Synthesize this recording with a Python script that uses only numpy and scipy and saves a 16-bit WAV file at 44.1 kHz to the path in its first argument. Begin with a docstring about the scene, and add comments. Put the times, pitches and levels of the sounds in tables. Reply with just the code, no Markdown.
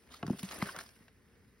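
"""Wooden stamp blocks are nudged and set down on a cluttered craft table, heard from close by.
Each knock is built from a table-top thump, a clack that rings the block and a tick at its edge.
A plastic stencil drags over the clutter as grainy, juddering noise: a dull rub and a bright hiss.
Small scuffs and pitched edge squeaks fall between the knocks, with a short room echo on all but
the thumps; the movement then fades, leaving the quiet room: low rumble and faint hiss."""
import sys
import numpy as np
from scipy import signal
from scipy.fft import rfft, irfft
from scipy.io import wavfile
from scipy.ndimage import uniform_filter1d, map_coordinates

SR = 44100
rng = np.random.default_rng(int(sys.argv[2]) if len(sys.argv) > 2 else 0)


def unload_audio(sound):
    """Save the sound as a 16-bit wav file, at the path given as the first command line argument."""
    columns = np.transpose(np.atleast_2d(sound))
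    # keep every value between -1 and 1, then stretch to whole-number steps
    steps = np.round(np.clip(columns, -1, 1) * 32767)
    wavfile.write(sys.argv[1], SR, steps.astype(np.int16))


N = 70560
HZ = np.fft.rfftfreq(N, 1 / SR)
TIME = np.arange(N) / SR
RING_S = np.arange(SR // 4) / SR  # time axis of one blow

# hiss of the sliding stencil: (time [s], level [dB])
SLIDE_HISS_LEVEL = [(0, -68), (.09, -78), (.15, -67.5), (.21, -69), (.255, -81), (.295, -62.5),
                    (.37, -57.5), (.402, -51), (.423, -55.5), (.44, -58), (.475, -55), (.52, -52.5),
                    (.6, -55), (.67, -51), (.724, -50), (.745, -62.5), (.81, -57.5), (.86, -60.5),
                    (.97, -68), (1.12, -80), (1.6, -79)]
# dull rubbing of the sliding stencil: (time [s], level [dB])
SLIDE_RUB_LEVEL = [(0, -76), (.11, -62), (.2, -65.5), (.28, -58), (.37, -61.5), (.5, -55), (.52, -46.5),
                   (.56, -50.5), (.605, -49), (.64, -45), (.69, -52), (.735, -56), (.77, -47),
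                   (.783, -53.5), (.82, -57.5), (.9, -76), (1.02, -68.5), (1.15, -77), (1.36, -72.5),
                   (1.6, -77)]
# colour of the stencil's hiss: (frequency [Hz], relative density [dB per Hz])
HISS_SPECTRUM = [(300, -23), (1500, -9), (2700, 7.5), (4000, -1), (5300, 7.5), (6800, -6), (8500, 3),
                 (10500, 3), (12500, -0.5), (14000, -36), (16000, 2.5)]
# colour of the stencil's rub: (frequency [Hz], relative density [dB per Hz])
RUB_SPECTRUM = [(60, 9), (200, 1), (400, 7), (800, 1.5), (1400, 2), (2000, 0.5), (2600, -4.5),
                (5000, -11.5), (16000, -18)]
# decay of the room echo: (frequency [Hz], t60 [s])
ECHO_DECAY = [(100, 0.063), (500, 0.74), (2000, 0.48), (8000, 0.084), (16000, 0.41)]
# colour of the room tone: (frequency [Hz], relative density [dB per Hz])
ROOM_SPECTRUM = [(20, -57), (45, 6), (90, 1.5), (160, -6), (235, -1), (320, -12), (460, -7.5), (650, -35.5),
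                 (1100, -26.5), (1900, -16.5), (3000, -32), (5500, -32.5), (9500, -35), (16000, -36)]
# short scuffs of wood and plastic: (time of peak [s], Gaussian spread [s], level [dB], band centre [Hz])
SCUFF_EVENTS = [(0.122, 0.01, -60, 3800), (0.143, 0.004, -51.5, 4450), (0.163, 0.022, -59, 4270),
                (0.395, 0.0051, -44, 5580), (0.432, 0.0014, -41.5, 10700), (0.45, 0.011, -51.5, 4900),
                (0.519, 0.007, -47.5, 4470), (0.547, 0.0064, -46.5, 10300), (0.588, 0.0021, -50.5, 10400),
                (0.673, 0.0018, -48.5, 10400), (0.7889, 0.0012, -42, 9800), (0.794, 0.0039, -55.5, 4130),
                (0.808, 0.0072, -47.5, 4650), (0.839, 0.0022, -57.5, 10400), (1.005, 0.0057, -65.5, 1680),
                (1.03, 0.0087, -72, 1850)]
# colour of scuffing before each band is picked: (frequency [Hz], relative density [dB per Hz])
SCUFF_SPECTRUM = [(150, -1), (600, 0), (1300, 6), (2700, -4), (3800, -1.5), (5300, -6), (6800, -2.5),
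                  (9500, -3.5), (13000, -11), (16000, -10)]
# a block lands and the table top gives: (time [s], level before halving [dB], pitch [Hz], t60 [s])
THUMP_EVENTS = [(0.111, -51, 248, 0.081), (0.2293, -39.5, 373, 0.025), (0.233, -25, 193, 0.01),
                (0.246, -32.5, 288, 0.025), (.254, -31.5, 144, 0.088), (.281, -24.5, 182, 0.031),
                (0.3036, -15.5, 210, 0.024), (.310, -29.5, 325, 0.058), (0.316, -34.5, 236, 0.035),
                (0.332, -30, 195, 0.041), (0.344, -35, 227, 0.028), (.402, -46, 250, 0.11),
                (0.4327, -27.5, 186, 0.09), (0.6259, -20.5, 185, 0.036), (0.582, -41, 185, 0.049),
                (0.772, -46.5, 175, 0.066), (1.007, -48.5, 181, 0.039)]
# ringing modes of the table top: (frequency [Hz], relative level [dB], t60 [s])
TABLE_MODES = [(65.6, -23, 0.061), (104, 9, 0.049), (139.6, 6, 0.2), (190.3, 1, 0.24), (318, -5, 0.049),
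               (392, 8, 0.24)]
# blocks and pads touch:
# (time [s], clack level [dB], lowest [Hz], highest [Hz], chatter t60 [s], edge tick level [dB])
CLACK_EVENTS = [(0.1402, -52.5, 1160, 1380, 0.062, -70), (.2287, -40, 600, 2430, 0.023, -70),
                (0.266, -47.5, 1120, 1680, 0.012, -45.5), (.2775, -46.5, 836, 1400, 0.031, -51),
                (0.2985, -37.5, 605, 790, 0.0097, -57), (0.3095, -60, 1010, 1370, 0.023, -52.5),
                (.3308, -49, 515, 1480, 0.056, -68), (0.3931, -48, 2370, 3900, 0.035, -70),
                (.4300, -47, 1670, 2900, 0.08, -49), (0.489, -44, 1600, 4640, 0.043, -49),
                (0.5109, -43.5, 447, 1900, 0.055, -44.5), (0.6247, -27.5, 515, 1550, 0.012, -38.5),
                (0.6566, -45, 1210, 1870, 0.16, -52), (.6885, -45.5, 900, 1180, 0.054, -63),
                (0.7467, -46.5, 564, 1310, 0.12, -79), (0.7625, -45, 815, 1920, 0.12, -45),
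                (0.7888, -39.5, 1100, 2020, 0.028, -45), (0.8096, -43, 670, 2030, 0.02, -50.5),
                (0.8617, -56, 4600, 5240, 0.01, -56), (0.89, -70, 4700, 5200, 0.022, -55.5),
                (0.9622, -60.5, 1120, 2440, 0.023, -78), (1.0814, -56, 590, 3130, 0.039, -67)]
# ringing modes of a stamp block: (frequency [Hz], relative level [dB], t60 [s])
BLOCK_MODES = [(698, 6, 0.061), (865, -2, 0.068), (1120, 2.5, 0.06), (1327, 2.5, 0.039), (1626, 3.5, 0.02),
               (2120, -13.5, 0.021), (2940, -1.5, 0.026), (3800, -16, .016), (5730, -8, 0.011)]
# colour of the edge tick: (frequency [Hz], relative density [dB per Hz])
TICK_SPECTRUM = [(200, -23), (1200, 13), (2800, 6.5), (4200, 7), (5400, 9), (7000, 4.5), (10500, -5.5),
                 (13000, 1), (16000, -13.5)]
# a block drops and bounces once: (time [s], level [dB])
DROP_EVENTS = [(0.2288, -36), (.2505, -77)]
# edges squeak as they skid: (time [s], hold [s], level [dB], start pitch [Hz], end pitch [Hz])
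CHIRP_EVENTS = [(0.6187, 0.0036, -35, 1940, 1915), (0.6878, 0.0066, -40, 1284, 1582),
                (0.72, 0.0048, -53.5, 5120, 5200)]
# how far the left port leads the right: (frequency [Hz], phase [rad])
PORT_PHASE_LEAD = [(20, 0), (300, .02), (1700, .1), (2580, 1.0), (4310, .9), (5080, -.3), (6460, 2.4),
                   (7450, 3.14), (8400, 3.9), (9730, 6.1), (11600, 6.9), (12600, 9.0), (13500, 9.42),
                   (14400, 9.8), (15300, 12.2)]
# likeness of left and right: (frequency [Hz], share in common [0 to 1])
PORT_LIKENESS_SHARE = [(20, 1), (400, 0.79), (1500, 0.88), (2800, 0.45), (7000, 1), (16000, 0.91)]
# left minus right: (frequency [Hz], balance [dB])
PORT_LEVEL_BALANCE = [(300, 0.33), (700, 4), (1400, 0.4), (2800, -1.5), (9000, -0.1)]

GRAINS_PER_S, GRAIN_SPREAD_DB, SMOOTH_SHARE = 2000, 2.6, 0.45
JUDDER_DB, JUDDER_HZ = 1.64, 130
PATCH_DB, PATCH_HZ, PATCH_S, PATCH_ABOVE_HZ = 4, 220.1, 0.018, 860
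ECHO_DB, ROOM_DB = -16.5, -64
SCUFF_OCTAVES, SCUFF_SKIRT_DB = 0.35, -6
THUMP_RISE_S, TABLE_RING_DB = 0.0019, -17.5
CLACK_RISE_S, CLACK_SNAP_DB, BLOCK_RING_DB, TICK_T60_S = 0.00032, 16.5, -20, 0.021
CHIRP_RISE_S, CHIRP_T60_S, CHIRP_OVERTONE_DB = 0.00063, 0.021, -11
CHIRP_WAVER = 0.083  # rms, as a fraction of the pitch
LOW_CUT_HZ, EDGE_HZ = 65.3, 15850


def amp(db):
    """Decibels to gain."""
    return 10 ** (np.asarray(db) / 20)


def unit(x):
    """Scales to rms 1."""
    return x / np.sqrt(np.mean(x ** 2) + 1e-20)


def struck(x):
    """Scales a blow to rms 1 over its loudest few milliseconds."""
    return x / np.sqrt(uniform_filter1d(x ** 2, size=128).max() + 1e-20)


def read(points, hz):
    """Reads a table on a log-frequency axis."""
    f, value = np.transpose(points)
    return np.interp(np.log(hz + 1), np.log(f + 1), value)


def colour(x, spectrum):
    """Gives a sound a spectrum, at rms 1."""
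    gain = amp(read(spectrum, np.fft.rfftfreq(len(x), 1 / SR)))
    return unit(irfft(rfft(x) * gain, len(x)))


def fade(t, t60):
    """Exponential decay that falls 60 dB in t60 seconds."""
    return np.exp(-np.log(1000) * t / t60)


def add(mix, s, sound):
    """Mixes a sound in at a time, cutting it at the end of the mix."""
    part = mix[round(s * SR):][:len(sound)]
    part += sound[:len(part)]


def ring(x, modes):
    """An object's modes, decaying sines of alternating sign, ring when driven by x."""
    response = np.zeros(len(RING_S))
    for k, (hz, db, t60) in enumerate(modes):
        response += (-1) ** k * amp(db) * fade(RING_S, t60) * np.sin(2 * np.pi * hz * RING_S)
    return struck(signal.fftconvolve(x, response)[:len(x)])


def pair(a, b):
    """Two independent sounds become a partly alike left and right."""
    same = np.clip(read(PORT_LIKENESS_SHARE, HZ), 0, 1)
    right = irfft(same * rfft(a) + np.sqrt(1 - same ** 2) * rfft(b), N)
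    return np.array([a, right])


def patchy(x):
    """Brief resonances come and go as the point of contact moves, mostly in the treble."""
    hz, t, z = signal.stft(x, SR, nperseg=512, noverlap=384)
    grid = rng.standard_normal((400, 400))
    places = np.meshgrid(hz / PATCH_HZ, t / PATCH_S, indexing="ij")
    field = map_coordinates(grid, places, order=1, mode="mirror")
    depth_db = PATCH_DB * hz[:, None] / (hz[:, None] + PATCH_ABOVE_HZ)
    return signal.istft(z * amp(depth_db * unit(field)), SR, nperseg=512, noverlap=384)[1][:, :N]


def slips():
    """Dense tiny slips of uneven size over a smooth hiss."""
    starts = rng.random(N) < GRAINS_PER_S / SR
    signs = rng.choice([-1, 1], N)
    sizes = amp(GRAIN_SPREAD_DB * np.minimum(rng.exponential(1, N), 4))
    grains = unit(starts * signs * sizes)
    return SMOOTH_SHARE * rng.standard_normal(N) + (1 - SMOOTH_SHARE) * grains


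def friction(spectrum):
    """Slips whose level judders slowly and at random, coloured and heard at both ports."""
    slow_noise = unit(irfft(rfft(rng.standard_normal(N)) / (1 + (HZ / JUDDER_HZ) ** 4), N))
    judder = amp(JUDDER_DB * slow_noise)
    left, other = colour(slips() * judder, spectrum), colour(slips() * judder, spectrum)
    return unit(patchy(pair(left, other)))


def stencil():
    """The plastic sheet slides: friction gives a dull rub and a bright hiss, each with its own level."""
    hiss_gain = amp(np.interp(TIME, *np.transpose(SLIDE_HISS_LEVEL)))
    rub_gain = amp(np.interp(TIME, *np.transpose(SLIDE_RUB_LEVEL)))
    return friction(HISS_SPECTRUM) * hiss_gain + friction(RUB_SPECTRUM) * rub_gain


def echo(x):
    """The short tail of a small furnished room: noise that decays at its own rate in each band."""
    hz, t, z = signal.stft(rng.standard_normal((2, SR // 2)), SR, nperseg=256)
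    decay = fade(t, read(ECHO_DECAY, hz)[:, None])
    tail = signal.istft(z * decay, SR, nperseg=256)[1]
    return signal.fftconvolve(x, tail / np.linalg.norm(tail[0]), axes=1)[:, :N]


def room_tone():
    """Steady low rumble and faint hiss, made of coloured noise."""
    left, other = (colour(rng.standard_normal(N), ROOM_SPECTRUM) for _ in range(2))
    return amp(ROOM_DB) * pair(left, other)


def scuffs():
    """Things shift a little against each other: swells of friction, each with its own brightness."""
    out = np.zeros((2, N))
    rubbing = rfft(friction(SCUFF_SPECTRUM))
    for s, spread, db, centre_hz in SCUFF_EVENTS:
        octaves = np.log2((HZ + 1) / centre_hz)
        band = np.exp(-0.5 * (octaves / SCUFF_OCTAVES) ** 2) + amp(SCUFF_SKIRT_DB)
        swell = np.exp(-0.5 * ((TIME - s) / spread) ** 2)
        out += unit(irfft(rubbing * band, N)) * amp(db) * swell
    return out


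def thumps():
    """The table top swings a few times under each block, then rings on faintly."""
    out = np.zeros(N)
    rise = 1 - np.exp(-(RING_S / THUMP_RISE_S) ** 2)
    for s, db, hz, t60 in THUMP_EVENTS:
        swing = struck(rise * fade(RING_S, t60) * np.sin(2 * np.pi * hz * RING_S))
        table_ring = amp(TABLE_RING_DB) * ring(swing, TABLE_MODES)
        add(out, s, amp(db) * (swing + table_ring) / 2)
    return out


def clacks():
    """Each touch is a snap and a brief chatter that ring the block, with a bright tick from its edge."""
    out, ticks = np.zeros(N), np.zeros((2, N))
    attack = 1 - np.exp(-RING_S / CLACK_RISE_S)
    snap = amp(CLACK_SNAP_DB) * (RING_S == 0)  # a single sample
    for s, db, low_hz, high_hz, t60, tick_db in CLACK_EVENTS:
        chatter, *edges = rng.standard_normal((3, len(RING_S)))
        force = chatter * attack * fade(RING_S, t60) + snap
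        band = signal.butter(2, [low_hz, high_hz], "bandpass", fs=SR, output="sos")
        burst = struck(signal.sosfilt(band, force))
        block_ring = amp(BLOCK_RING_DB) * ring(burst, BLOCK_MODES)
        add(out, s, amp(db) * struck(burst + block_ring))
        for port, edge in zip(ticks, edges):
            tick = struck(colour(edge, TICK_SPECTRUM) * attack * fade(RING_S, TICK_T60_S))
            add(port, s, amp(tick_db) * tick)
    return out + pair(*ticks)


def drops():
    """A block falls free of the fingers, so one clean blow rings all its modes at each landing."""
    out = np.zeros(N)
    blow = 1.0 * (RING_S == 0)
    for s, db in DROP_EVENTS:
        add(out, s, amp(db) * ring(blow, BLOCK_MODES))
    return out


def chirps():
    """An edge sticks and slips for a few cycles: a pitched squeak with an overtone, dying quickly."""
    out = np.zeros(N)
    for s, hold, db, start_hz, end_hz in CHIRP_EVENTS:
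        waver = CHIRP_WAVER * unit(uniform_filter1d(rng.standard_normal(len(RING_S)), size=24))
        pitch_hz = np.interp(RING_S, [0, hold], [start_hz, end_hz]) * (1 + waver)
        phase = 2 * np.pi * np.cumsum(pitch_hz) / SR
        level = np.minimum(RING_S / CHIRP_RISE_S, 1) * fade(np.maximum(RING_S - hold, 0), CHIRP_T60_S)
        tone = np.sin(phase) + amp(CHIRP_OVERTONE_DB) * np.sin(2 * phase)
        add(out, s, amp(db) * struck(level * tone))
    return out


def scene():
    """Everything on the table, in the room; the thumps alone send nothing to the echo."""
    clutter = drops() + clacks() + chirps() + scuffs() + stencil()
    return thumps() + clutter + amp(ECHO_DB) * echo(clutter) + room_tone()


def record(dry):
    """Two close microphone ports hear the treble out of step; then a rumble filter and a band limit."""
    # half of the balance and phase goes to the left port, the inverse to the right
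    lead = amp(read(PORT_LEVEL_BALANCE, HZ) / 2) * np.exp(0.5j * read(PORT_PHASE_LEAD, HZ))
    ports = irfft(rfft(dry) * np.array([lead, 1 / lead]), N)
    rumble_filter = signal.butter(2, LOW_CUT_HZ, "highpass", fs=SR, output="sos")
    ports = signal.sosfilt(rumble_filter, ports)
    band_limit = signal.firwin(511, EDGE_HZ, window=("kaiser", 9), fs=SR)
    return signal.oaconvolve(ports, band_limit[None], "same")


dry = scene()
out = record(dry)
unload_audio(out)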